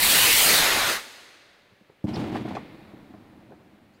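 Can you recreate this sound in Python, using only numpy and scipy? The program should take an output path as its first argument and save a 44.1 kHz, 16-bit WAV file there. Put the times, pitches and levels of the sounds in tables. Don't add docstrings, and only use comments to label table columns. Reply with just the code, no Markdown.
import sys
import numpy as np
from scipy import signal
from scipy.fft import rfft, irfft
from scipy.io import wavfile
from scipy.ndimage import uniform_filter1d

SR = 44100
rng = np.random.default_rng(int(sys.argv[2]) if len(sys.argv) > 2 else 0)


def store_pcm(level_fs):
    pcm = np.round(np.clip(level_fs, -1, 1) * 32767).astype(np.int16)
    wavfile.write(sys.argv[1], SR, np.atleast_2d(pcm).T)


N = 176400
TIME = np.arange(N) / SR
GROUND_LAG_S = .0097
TOP_HZ = 15800


def amp(db):
    return 10 ** (np.asarray(db) / 20)


def unit(x):
    return x / np.sqrt(np.mean(x ** 2) + 1e-20)


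def at_hz(points, hz):
    f, values = np.transpose(points)
    return np.interp(np.log(hz + 1), np.log(f + 1), values)


def level(points):
    t, db = np.transpose(points)
    before = -140 if t[0] > 1 else db[0]
    after = db[-1] if t[-1] > 3 else -140
    return amp(np.interp(TIME, t, db, left=before, right=after))


def colour(x, points):
    gain = amp(at_hz(points, np.fft.rfftfreq(2 * N, 1 / SR)))
    return irfft(rfft(x, 2 * N) * gain)[:N]


def clicks(per_s, spread_db):
    hits = (rng.random(N) < per_s / SR) * rng.choice([-1, 1], N)
    return unit(hits * amp(spread_db * np.minimum(rng.exponential(1, N), 3)))


def echo(x, fade_times):
    hz, t, noise = signal.stft(rng.standard_normal(N), SR, nperseg=256)
    decay = amp(-60 * t / at_hz(fade_times, hz)[:, None])
    decay /= np.sqrt((decay ** 2).sum(1, keepdims=True) * 128)
    tail = signal.istft(noise * decay, SR, nperseg=256)[1]
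    return signal.fftconvolve(x, tail)[:N]


def bounce(x, lag_s, gain):
    return (x + gain * np.interp(TIME - lag_s, TIME, x, left=0)) / np.sqrt(1 + gain ** 2)


# f/Hz, relative level/dB
AIR_TONE = [(25, -15), (90, -4), (220, -4.5), (550, -3.5), (900, -10), (2000, -9), (4000, -18),
            (6000, -28.5), (15000, -32)]


def night_air():
    return amp(-62.5) * unit(colour(rng.standard_normal(N), AIR_TONE))


# t/s, level/dB
JET_LEVEL = [(0, -21.5), (.035, -18), (.09, -18.5), (.13, -17), (.4, -17), (.56, -17.5), (.72, -21.5),
             (.82, -22), (.92, -23.5), (.965, -28), (1.01, -43.5), (1.08, -61)]
# f/Hz, relative level/dB
GROUND_TONE = [(40, -12), (200, -10.5), (500, -9.5), (950, -6.5), (1400, -7.5), (2000, -1), (3000, -3.5),
               (4200, -0.5), (5400, -8.5), (9000, -5.5), (15500, -8)]
CLIMB_TONE = [(40, -10), (90, -6.5), (170, -8.5), (500, -9), (950, -5.5), (1400, -5), (2100, -1.5),
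              (2900, -6.5), (4200, -0.5), (5600, -7.5), (9000, -6), (15500, -8.5)]
HIGH_TONE = [(40, -19), (190, -18), (300, -10), (460, -8.5), (680, -7), (1000, -8), (1500, -5),
             (2100, -4.5), (2800, -9), (4000, -6.5), (5300, -12.5), (9000, -18), (11500, -18),
             (15500, -23.5)]
TONE_TIMES = [0.46, 0.44, 0.76]
# t/s, f/Hz, boost/dB
ROAR_PEAK = [(0, 2020, 1.5), (.14, 3000, 3), (0.241, 2890, 5.5), (0.319, 2500, 7), (.42, 1850, -4.5),
             (.52, 999, 0.5), (.6, 656, 6.5), (0.742, 1080, 2.5), (0.901, 1337, 3.5)]


def jet():
    gas = rng.standard_normal(N) + amp(-10) * clicks(per_s=2500, spread_db=3.5)
    climb = 0.099 + .9 * np.tanh((TIME / .7) ** 2)
    gas = bounce(gas, GROUND_LAG_S * climb, gain=0.18)
    hz, t, bands = signal.stft(gas, SR, nperseg=512, noverlap=384)
    db = sum(np.outer(at_hz(tone, hz), np.interp(t, TONE_TIMES, share))
             for tone, share in zip((GROUND_TONE, CLIMB_TONE, HIGH_TONE), np.eye(3)))
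    peak_s, peak_hz, boost_db = np.transpose(ROAR_PEAK)
    octaves_away = np.log2((hz[:, None] + 1) / np.interp(t, peak_s, peak_hz))
    db += np.interp(t, peak_s, boost_db) * np.exp(-.5 * (octaves_away / .14) ** 2)
    patches = uniform_filter1d(rng.standard_normal(bands.shape), size=4, axis=0)
    db += 2 * unit(uniform_filter1d(patches, size=20, axis=1))
    gain = amp(db) / np.sqrt((amp(db)[hz < TOP_HZ] ** 2).sum(0) / len(hz))
    flutter_db = 0.41 * unit(uniform_filter1d(rng.standard_normal(len(t)), size=3))
    roar = signal.istft(bands * gain * amp(flutter_db), SR, nperseg=512, noverlap=384)[1][:N]
    return roar / np.std(gas) * level(JET_LEVEL)


# f/Hz, level/dB
TREE_TONE = [(60, -30.5), (160, -21.5), (260, -11.5), (400, -17.5), (520, -15.5), (1000, -21), (2000, -18),
             (4000, -17), (8000, -15), (15000, -18.5)]
# f/Hz, fade time/s
TREE_FADE = [(100, 1.3), (500, 2.1), (2000, 2), (4000, 1.74), (8000, 1.2), (15000, 0.95)]


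def tree_echo(rocket):
    return colour(echo(rocket, TREE_FADE), TREE_TONE)


# t/s, level before filtering/dB, length/ms, treble limit f/Hz, relative echo level/dB
SHOCKS = [(1.721, -50, 5.1, 410, -1), (1.811, -44, 3.3, 550, -3), (1.895, -49.5, 2.2, 900, 12.5),
          (2.042, -11.5, 3.3, 380, -0.5), (2.083, -34, 0.93, 2400, -11), (2.112, -17.5, 4.8, 420, -16),
          (2.168, -19, 4.38, 1100, -2), (2.191, -26, 2.7, 700, -16), (2.232, -44, 3.2, 600, 6),
          (2.242, -25.5, 1.5, 3200, -1), (2.284, -29, 1.7, 1300, -24), (2.349, -18, 3, 1780, -22),
          (2.356, -27.5, 1.03, 2200, 13.5), (2.365, -27, 1.27, 2480, -19), (2.453, -23, 2.7, 900, 4),
          (2.479, -23, 2.7, 2300, -11), (2.508, -30.5, 0.87, 1200, 12), (2.552, -23.5, 1.18, 5250, 2),
          (2.568, -21, 0.88, 1700, 5), (2.739, -44, 4.5, 700, 9), (2.936, -32.5, 2.7, 520, 2),
          (3.139, -37, 2.87, 1700, 3), (3.328, -42, 3.7, 691, -7.5), (3.508, -51, 1.9, 1200, 15),
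          (3.521, -40, 1.2, 1500, 5), (3.536, -49, 2.4, 1700, 8)]
# f/Hz, fade time/s
SCATTER_FADE = [(100, 0.12), (1000, 0.091), (8000, 0.14)]


def bangs():
    direct, trees = np.zeros(N), np.zeros((3, N))
    for k, (start, db, length_ms, treble_hz, echo_db) in enumerate(SHOCKS):
        progress = (TIME - start) * 1000 / length_ms
        shock = amp(db) * (1 - 2 * progress) * (progress >= 0) * (progress < 1) + 1e-18
        rounded = signal.lfilter(*signal.butter(2, treble_hz, fs=SR), shock)
        wave = rounded + amp(-24.5) * shock
        direct += wave
        trees[k % len(trees)] += amp(echo_db) * wave
    sound = bounce(direct, GROUND_LAG_S, gain=0.68) + sum(echo(x, SCATTER_FADE) for x in trees)
    return signal.lfilter(*signal.butter(2, 110, "high", fs=SR), sound)


# t/s, level/dB
HISS_LEVEL = [(2.04, -100), (2.1, -70.5), (2.8, -72), (3.4, -78), (4, -86)]


def hiss():
    return level(HISS_LEVEL) * rng.standard_normal(N)


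# t/s, level/dB
ROLL_LEVEL = [(2.045, -70), (2.07, -33.5), (2.2, -29.5), (2.38, -31.5), (2.45, -37), (2.58, -38.5),
              (2.7, -47.5), (2.85, -50.5), (3.1, -52), (3.4, -51), (3.7, -55), (4, -61)]
# f/Hz, relative level/dB
ROLL_TONE = [(25, -46), (55, -17), (85, -6.5), (140, -5), (210, -0.5), (330, -2.5), (500, -18.5),
             (750, -15.5), (1200, -25.5), (3000, -36.5), (15000, -61)]


def rolling_echoes():
    thuds = bounce(clicks(per_s=820, spread_db=0.5), GROUND_LAG_S, gain=0.14)
    return unit(colour(thuds, ROLL_TONE)) * level(ROLL_LEVEL)


# t/s, level/dB
CRACKLE_LEVEL = [(2.068, -62), (2.087, -40.5), (2.125, -50), (2.175, -39), (2.25, -46), (2.32, -52),
                 (2.365, -39.5), (2.44, -59), (2.49, -45), (2.54, -52.5), (2.56, -50), (2.61, -67),
                 (2.7, -82)]
# f/Hz, relative level/dB
CRACKLE_TONE = [(200, 2), (700, 4.5), (1400, -4.5), (2200, -2), (3200, -6.5), (4300, -8.5), (6000, -19.5),
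                (9000, -23.5), (15000, -32)]
CRACKLE_ECHO_TONE = [(500, -4.5), (2000, -0.5), (4000, -2.5), (7000, -17), (15000, -15)]
# f/Hz, fade time/s
CRACKLE_FADE = [(500, 6.2), (2000, 2.9), (3000, 1.6), (4200, 3.2), (7000, 3.5), (15000, 0.83)]


def crackling_stars():
    sizzle = clicks(per_s=4300, spread_db=6.0) + 0.84 * rng.standard_normal(N)
    cracks = unit(colour(sizzle, CRACKLE_TONE)) * level(CRACKLE_LEVEL)
    return cracks + colour(echo(cracks, CRACKLE_FADE), CRACKLE_ECHO_TONE)


# t/s, length/s, start f/Hz, end f/Hz, level/dB
WHIZZ_GLIDES = [(2.138, 0.027, 5000, 5500, -46.5), (2.156, 0.015, 4460, 3720, -39),
                (3.926, 0.056, 4000, 5180, -76), (3.928, 0.057, 6000, 7900, -80.5)]


def whizzes(width_hz=650):
    out = np.zeros(N)
    for start, length, from_hz, to_hz, db in WHIZZ_GLIDES:
        progress = np.clip((TIME - start) / length, 0, 1)
        swell = 2 * np.sqrt(2 * progress * (1 - progress))
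        noise = rng.standard_normal(N) + 1j * rng.standard_normal(N)
        fuzz = unit(signal.lfilter(*signal.butter(2, width_hz / 2, fs=SR), noise).real)
        hz = from_hz + (to_hz - from_hz) * progress
        out += amp(db) * swell * fuzz * np.cos(2 * np.pi * np.cumsum(hz) / SR)
    return out


def scene():
    rocket = jet()
    mono = night_air() + hiss() + rocket + tree_echo(rocket)
    mono += bangs() + rolling_echoes() + crackling_stars() + whizzes()
    return np.array([mono, mono])


def record(dry):
    lowpass = signal.firwin(511, TOP_HZ, window=("kaiser", 9), fs=SR)
    return signal.oaconvolve(dry, lowpass[None], "same")


dry = scene()
out = record(dry)
store_pcm(out)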